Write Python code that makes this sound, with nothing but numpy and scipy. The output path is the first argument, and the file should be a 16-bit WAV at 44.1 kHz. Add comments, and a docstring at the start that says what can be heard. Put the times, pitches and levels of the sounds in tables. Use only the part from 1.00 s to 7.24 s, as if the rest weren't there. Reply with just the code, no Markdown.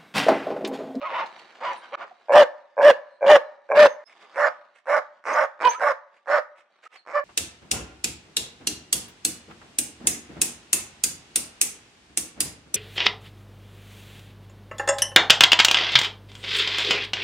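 """First come distant barks and thin whines, as a team of sled dogs trots past on crunching snow.
Then a black dog barks close by, and a hoarse dog down the line follows, with a yip and a yelp.
Each bark starts as slow throat creaks that speed up, then becomes a tone that rises and falls
as the jaw opens. Whines and panting fall between the barks, and the forest sends back a dull echo."""
import sys
import numpy as np
from scipy import signal
from scipy.fft import rfft, irfft
from scipy.io import wavfile
from scipy.ndimage import uniform_filter1d, map_coordinates

SR = 44100
rng = np.random.default_rng(int(sys.argv[2]) if len(sys.argv) > 2 else 0)


def transcribe(u):
    """Save the signal u as a 16-bit wav file named by the first command-line argument.

    u: samples, shape (n,) or (channels, n), limited to [-1, 1]; the rate is SR.
    q: integer samples, one column per channel.
    """
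    v = np.clip(np.atleast_2d(u).T, -1, 1)
    q = np.round(v * 32767).astype(np.int16)
    wavfile.write(sys.argv[1], SR, q)


N = 275184
TIME = np.arange(N) / SR
TOP_HZ = 15750  # upper limit of the treble

# the black dog's barks (creak starts [s], jaw opens [s], voice ends [s], top pitch [Hz],
# creak against voice [dB], rasp against tone [dB], early voice break [0-1])
BLACK_BARKS = [(1.284, 1.336, 1.433, 603, -9.5, -14, 1.0), (1.768, 1.835, 1.913, 592, -10, -13.5, 0),
               (2.209, 2.278, 2.371, 602, -11, -15, .7), (2.69, 2.769, 2.868, 608, -12.5, -12.5, 0.08)]
# the hoarse dog's barks (creak starts [s], jaw opens [s], voice ends [s], surge peaks [s],
# creak against voice [dB], rasp against tone [dB])
HOARSE_BARKS = [(3.345, 3.377, 3.489, 3.446, -6, 4), (3.857, 3.884, 3.993, 3.948, -7, 4),
                (4.24, 4.342, 4.453, 4.382, -5, 11), (4.783, 4.812, 4.923, 4.872, -6, 5),
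                (5.259, 5.289, 5.398, 5.346, -9, 4)]
# distant barks (creak starts [s], jaw opens [s], voice ends [s], top pitch [Hz], level [dB],
# rasp against tone [dB])
FAR_BARKS = [(0, .04, .1, 1080, -30, 0), (.08, .12, .25, 1010, -26.5, 7),
             (.596, .618, 0.74, 1000, -27.5, 7), (0.787, .81, 0.88, 1600, -45, 1),
             (0.913, 0.928, .968, 590, -27, 3), (0.964, 0.996, 1.05, 740, -35, 8),
             (3.205, 3.22, 3.275, 430, -53, 6), (3.29, 3.31, 3.35, 1350, -55, 0)]
# whines and squeals (time [s], length [s], starting pitch [Hz], glide [octaves], level [dB])
WHINES = [(.005, .05, 560, .1, -36), (.019, 0.058, 1210, 0.099, -37.5), (2.06, .17, 4150, .03, -72),
          (0.76, 0.041, 9900, -.25, -60.5), (1.108, .017, 790, -0.22, -46), (2.427, .074, 4300, -0.16, -71),
          (2.836, .15, 6500, -.08, -62.5), (3.041, 0.051, 5120, 0.042, -56),
          (4.329, 0.02, 6360, 0.0047, -44.5), (4.682, 0.042, 5780, 0.18, -33),
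          (4.733, .048, 1130, 0.36, -38), (5.858, .018, 1205, 0.21, -45.5),
          (5.948, 0.074, 4580, -0.16, -57)]
# puffs of breath (time [s], level [dB])
PANTS = [(3.07, -59), (3.19, -60), (3.739, -60), (4.69, -40.5), (5.128, -67), (5.552, -60.5), (5.818, -54),
         (5.912, -52)]
# paws and sled runners come near and leave (nearest at [s], half length [s], level [dB])
TROTS = [(.55, .6, -53), (3.28, 0.25, -57)]
# single paws break the snow's crust (time [s], level [dB])
CRUNCHES = [(.264, -47), (.395, -52), (.73, -55)]
# moments when the whole sound dips briefly (time [s])
DIPS_S = [.962, 3.047, 5.884]

# how throat and mouth shape the sound, with the jaw closed or open (frequency [Hz], level [dB])
BLACK_CLOSED = [(60, -53), (250, -34), (400, -17.5), (570, 7), (720, -6.5), (1000, -7.5), (1300, -26),
                (1600, -10.5), (1900, -33), (2350, -18), (3000, -68), (6000, -56.5), (15000, -89)]
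BLACK_OPEN = [(40, -42.5), (100, -27.5), (280, -7.5), (600, -0.5), (1000, -0.5), (1350, -3.5), (1900, -1),
              (2600, -12), (3200, -12), (4300, -17.5), (8000, -32), (15500, -47)]
HOARSE_CLOSED = [(80, -42), (400, -10.5), (560, -1), (750, -2.5), (1100, 0.5), (2300, -7), (3100, -34.5),
                 (5500, -30), (9000, -40.5), (15000, -73.5)]
HOARSE_OPEN = [(80, -61), (200, -32), (420, -22), (560, 5), (720, -0.5), (1500, -0.5), (2150, -7),
               (2600, -22.5), (3200, -32.5), (4300, -31.5), (4700, -38.5), (5300, -27), (6400, -42),
               (7000, -33), (8300, -48.5), (10000, -47), (15500, -60)]
FAR_THROAT = [(47, -68), (80, -38), (263, -25), (348, -19), (432, -26.5), (623, -2.5), (825, -10.5),
              (1070, -0.5), (1880, -15.5), (2330, -12.5), (5530, -38), (14000, -76)]
# where the hoarse dog's mouth rings (frequency [Hz])
MOUTH_RINGS_HZ = [2850, 3300, 4380, 5630, 9900]
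# the mix of bass and treble in breath, snow and echo (frequency [Hz], level [dB])
PANT_COLOUR = [(150, -38), (570, -6), (1100, -7.5), (2200, -2), (4500, -20), (8300, -26.5), (12000, -48)]
SNOW_COLOUR = [(40, -51), (210, -17.5), (700, -8.5), (1100, -10), (1900, -11.5), (4000, -20), (8000, -37.5),
               (14000, -59.5)]
ECHO_COLOUR = [(100, -13), (500, -4), (900, 1.5), (1700, -1), (3000, -10), (6000, -6.5), (14000, -36)]
# each voice's partials: the pure tones at 1, 2, 3... times its pitch (level [dB])
BLACK_TONE = [-3.5, -23, -18, -29, -29.5]
HOARSE_TONE = [13, -9.5, -10.5, -27]
YIP_TONE = [-21.5, 0, -19, -36, -25, -25]
YELP_TONE = [2.5, -1, -1.5, -15, -30, -44, -48, -36.5]
FAR_TONE = [0, -11, -18]
# the hoarse dog's surge: partials at 1, 1.5, 2, 2.5 and 3 times its pitch (level [dB])
SURGE_TONE = [0, -5, -2, -3, -7]


def black_dog():
    """A long creak, then a loud, nearly pure tone that breaks as it ends."""
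    return sum(bark(times, BLACK_CLOSED, BLACK_OPEN, BLACK_TONE, top_hz=hz, level_db=-6.5,
                    creak_db=creak, rasp_db=rasp, arch=.075, waver=.021, air=1.5, jitter=.16, limp=0,
                    swell_s=.02, release_s=.011, sag_db=1.17, speedup_s=.059, build_s=.012,
                    droop=.05, breaks=(early, .85))
               for *times, hz, creak, rasp, early in BLACK_BARKS)


def hoarse_dog(ring_db=-3.5, ring_width=.047):
    """Barks with more rasp than tone, ringing in the open mouth."""
    voice = sum(bark(times, HOARSE_CLOSED, HOARSE_OPEN, HOARSE_TONE, top_hz=590, level_db=-19.6,
                     creak_db=creak, rasp_db=rasp, arch=.074, waver=.021, air=1.53, jitter=.1,
                     limp=.38, swell_s=.016, release_s=.008, sag_db=1.5, speedup_s=.036,
                     build_s=.026, droop=.02, surge_s=surge_s, creak_hz=118)
                for *times, surge_s, creak, rasp in HOARSE_BARKS)
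    edges = np.array([1 - ring_width / 2, 1 + ring_width / 2])
    rings = sum(band(voice, hz * edges, "bandpass", order=1) for hz in MOUTH_RINGS_HZ)
    return voice + undb(ring_db) * rings


def yip(times=(4.593, 4.639, 4.699)):
    """A short, bright call that rings on its second partial and falls away."""
    return bark(times, HOARSE_CLOSED, BLACK_OPEN, YIP_TONE, top_hz=504, level_db=-9.5,
                creak_db=-15, rasp_db=-16, arch=.06, waver=.007, air=1, jitter=.038, limp=.17,
                swell_s=.013, release_s=.014, sag_db=12, speedup_s=.033, droop=.14, droop_s=.017,
                fray_db=7)


def yelp(times=(6.052, 6.148, 6.2)):
    """A clean, level call rich in partials."""
    return bark(times, HOARSE_CLOSED, HOARSE_OPEN, YELP_TONE, top_hz=589.8, level_db=-18.5,
                creak_db=-20.5, rasp_db=-13, arch=.0243, waver=.0012, air=1, jitter=.11, limp=.17,
                swell_s=.014, release_s=.013, sag_db=1, speedup_s=.06, droop=.023)


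def far_dogs():
    """Several distant throats, each at its own pitch."""
    return sum(bark(times, FAR_THROAT, FAR_THROAT, FAR_TONE, top_hz=hz, level_db=db,
                    creak_db=-4, rasp_db=rasp, arch=.19, waver=.025, air=1, jitter=.055, limp=.25,
                    swell_s=.016, release_s=.018, sag_db=5, speedup_s=.02, build_s=.016)
               for *times, hz, db, rasp in FAR_BARKS)


def bark(times, closed, opened, partials, top_hz, level_db, creak_db, rasp_db, arch, waver, air,
         jitter, limp, swell_s, release_s, sag_db, speedup_s, build_s=.018, droop=.04, droop_s=.012,
         breaks=(0, 0), break_hz=910, fray_db=3, surge_s=None, surge_db=.5, creak_hz=84):
    """One bark: a creak behind a closed jaw, an arching tone wrapped in rasp, then the throat shuts."""
    start_s, open_s, end_s = times
    t = np.arange(start_s, end_s + .047, 1 / SR)
    n = len(t)
    # the chest pushes hardest mid-bark; pitch and loudness sag to either side
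    progress = np.clip((t - open_s) / (end_s - open_s), -.05, 1.3)
    slack = (2 * progress - .94) ** 2
    running_out = 1 - droop * ramp((t - end_s) / droop_s)  # the pitch droops as the air runs out
    bend = (1 - arch * slack) * running_out
    jaw = .5 + .5 * np.sin(np.clip((t - open_s) / swell_s, -np.pi / 2, np.pi / 2))
    buzz = vocal_folds(n, top_hz, air, jitter, limp, creak_hz, speedup_s)
    build = ramp(1.2 * ((t - start_s) / build_s - 1))
    creak = steady(colour(buzz, closed), samples=450) * build * (1 - jaw)
    # the throat's ringing rises and falls together with the pitch
    rasp = map_coordinates(steady(colour(buzz, opened)), [np.cumsum(bend)], order=3, mode="nearest")
    phase = 2 * np.pi * np.cumsum(top_hz * bend * (1 + waver * wander(n, 260))) / SR
    tone = unit(sum(undb(db) * np.sin((k + 1) * phase) * (1 + .45 * min(k, 1) * wander(n, 200))
                    for k, db in enumerate(partials)))
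    # the voice is clearest at the top of the push and frays at both ends
    voice = tone + undb(rasp_db + fray_db * np.minimum(slack, 1) + 2.3 * wander(n, 80)) * rasp
    # pushed hard, it breaks into a harsh ring just after the jaw opens and just before the end
    broken = breaks[0] * hump(t, open_s + .027, .019) + breaks[1] * hump(t, end_s - .009, .0065)
    ring = steady(band(buzz, [break_hz / 1.54, break_hz * 1.084], "bandpass"), samples=200)
    voice = steady(voice + broken * (.75 * ring - .5 * tone), samples=350)
    if surge_s:
        # one hard push makes the wave repeat half as often, adding tones between the partials
        doubled = unit(sum(undb(db) * np.sin((k + 2) / 2 * phase) * (1 + wander(n, 120) / 2)
                           for k, db in enumerate(SURGE_TONE)))
        push = hump(t, surge_s, .018)
        voice = voice * (1 - push / 5) + undb(surge_db) * push * doubled
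    call = undb(creak_db) * creak + jaw * undb(-sag_db * slack) * voice
    shutting = ramp((end_s - t) / release_s)
    out = np.zeros(N)
    add(out, start_s, undb(level_db) * shutting * call)
    return out


def vocal_folds(n, top_hz, air, jitter, limp, creak_hz, speedup_s):
    """Folds in the throat slap together faster and faster, each time letting out a puff of air."""
    rate_hz = np.minimum(creak_hz * np.exp(np.arange(n) / SR / speedup_s), top_hz)
    cycles = np.cumsum(rate_hz * (1 + jitter * wander(n, 400))) / SR  # jitter: uneven timing
    hits = np.flatnonzero(np.diff(np.floor(cycles), prepend=-1) > 0)
    by_turns = 1 + limp * (-1) ** np.arange(len(hits))  # strong, weak, strong, weak
    slaps = np.zeros(n)
    slaps[hits] = undb(2.5 * rng.standard_normal(len(hits))) * by_turns
    puff_fades = signal.lfilter([1], [1, -np.exp(-1 / (.0014 * SR))], slaps)
    return unit(slaps) + air * unit(puff_fades * rng.standard_normal(n))


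def whines(octave_db=-26):
    """Short, quavering whistles through the nose."""
    out = np.zeros(N)
    for s, length_s, start_hz, glide, db in WHINES:
        n = int(length_s * SR)
        quaver = 1 + .014 * wander(n, 600)
        phase = 2 * np.pi * np.cumsum(start_hz * 2 ** np.linspace(0, glide, n) * quaver) / SR
        octave = undb(octave_db) * (2 * start_hz < TOP_HZ) * np.sin(2 * phase)
        add(out, s, undb(db) * unit(np.hanning(n) * (np.sin(phase) + octave)))
    return out


def panting(puff_s=.078):
    """Soft, fluttering puffs from a dog's open mouth."""
    out, n = np.zeros(N), int(puff_s * SR)
    for s, db in PANTS:
        puff = colour(rng.standard_normal(n) * undb(2.6 * wander(n, 180)), PANT_COLOUR)
        add(out, s, undb(db) * unit(puff * np.sin(np.linspace(0, np.pi, n))))
    return out


def snow(grain_db=4, tread_db=2.5, shuffle_db=-70, crunch_hz=2800):
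    """Cold snow crunches in tiny grains under paws and runners; waiting dogs never stand quite still."""
    grains = rng.standard_normal(N) * undb(grain_db * wander(N, 700) + tread_db * wander(N, 20))
    crust = unit(colour(grains, SNOW_COLOUR))
    bustle = undb(shuffle_db) + sum(undb(db) * hump(TIME, s, half_s) for s, half_s, db in TROTS)
    steps = sum(undb(db) * hump(TIME, s, .006) for s, db in CRUNCHES)
    return crust * bustle + unit(band(crust, crunch_hz, "highpass")) * steps


def forest(x, pan_db, near_db, echo_db, near_fade_s=.21, echo_fade_s=.62, treble_hz=3000):
    """Snow banks and sleds echo at once, the tree trunks later and duller."""
    dull = colour(x, ECHO_COLOUR)
    shared_echo = scatter(dull, echo_fade_s, .031)
    out = []
    for side in (1, -1):  # left, right
        # as heads swing, the treble reaches each side by changing paths
        swing = 2 * wander(N, 6)
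        paths = np.cos(swing) * scatter(x, .012, 0) + np.sin(swing) * scatter(x, .012, 0)
        treble = undb(.5) * band(paths, treble_hz, "highpass")
        direct = colour(x + treble, [(treble_hz / 2, 0), (2 * treble_hz, -2.4 - 1.1 * side)])
        near = undb(near_db) * band(scatter(x, near_fade_s, .0017), 250, "highpass", order=1)
        far = undb(echo_db) * (shared_echo + .78 * scatter(dull, echo_fade_s, .018))
        out.append((direct + near) * undb(side * pan_db / 2) + far)
    return np.array(out)


def scatter(x, fade_s, delay_s):
    """A cloud of tiny echoes that starts after delay_s and falls by 60 dB in fade_s."""
    t = TIME[:SR]
    cloud = rng.standard_normal(SR) * undb(-60 * t / fade_s) * (t > delay_s)
    return signal.oaconvolve(x, cloud / np.linalg.norm(cloud))[:N]


def colour(x, points):
    """Shape bass and treble along a curve of (frequency [Hz], level [dB]) points."""
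    hz, db = np.transpose(points)
    grid_hz = np.maximum(np.fft.rfftfreq(2048, 1 / SR), 1)
    cepstrum = irfft(np.log(undb(np.interp(np.log(grid_hz), np.log(hz), db))))
    # make the filter ring only after a sound, never before it
    cepstrum[1:1024] *= 2
    cepstrum[1025:] = 0
    return signal.fftconvolve(x, irfft(np.exp(rfft(cepstrum))))[:len(x)]


def band(x, hz, kind, order=2):
    """Let only part of the frequency range through."""
    return signal.sosfilt(signal.butter(order, hz, kind, fs=SR, output="sos"), x)


def steady(x, samples=600):
    """Even out the loudness but keep the single pulses."""
    power = uniform_filter1d(uniform_filter1d(x ** 2, samples), samples)
    return x / np.sqrt(np.abs(power) + 1e-14)


def wander(n, rate_hz):
    """A smooth random wobble with a spread near 1."""
    place = np.arange(n) * rate_hz / SR
    return map_coordinates(rng.standard_normal(int(place[-1]) + 2), [place], order=3, mode="nearest")


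def hump(t, middle_s, half_s):
    """A bell-shaped swell of height 1."""
    return np.exp(-((t - middle_s) / half_s) ** 2)


def ramp(x):
    """A soft step from 0 to 1 around x = 0."""
    return .5 + .5 * np.tanh(x)


def undb(db):
    """Turn decibels into a number to multiply by."""
    return 10 ** (np.asarray(db) / 20)


def unit(x):
    """Scale a sound to an average power of 1."""
    return x / np.sqrt(np.mean(x ** 2) + 1e-18)


def add(track, start_s, x):
    """Mix a sound in at its time."""
    i = max(int(start_s * SR), 0)
    track[i:i + len(x)] += x[:N - i]


def scene():
    """The dogs in their places among the trees; the level dips briefly three times."""
    distant = forest(far_dogs() + snow(), pan_db=-1, near_db=-6, echo_db=-17.5)
    close = forest(black_dog(), pan_db=-.8, near_db=-14.5, echo_db=-24.5)
    close *= TIME < DIPS_S[1]  # the black dog's echo stops at the second dip
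    down_the_line = hoarse_dog() + yip() + yelp() + whines() + panting()
    out = distant + close + forest(down_the_line, pan_db=-3, near_db=-8.5, echo_db=-23)
    for s in DIPS_S:
        out *= 1 - .97 * ramp((TIME - s + .006) / .001) * ramp((s + .018 - TIME) / .01)
    return out


def record(dry, ceiling=.87, rumble_hz=108):
    """Round off the loudest peaks, thin the rumble and cut the highest treble."""
    rounded = dry / (1 + (dry / ceiling) ** 8) ** (1 / 8)
    thinned = band(rounded, rumble_hz, "highpass")
    return signal.sosfilt(signal.ellip(8, .2, 70, TOP_HZ, fs=SR, output="sos"), thinned)


dry = scene()
out = record(dry)
transcribe(out)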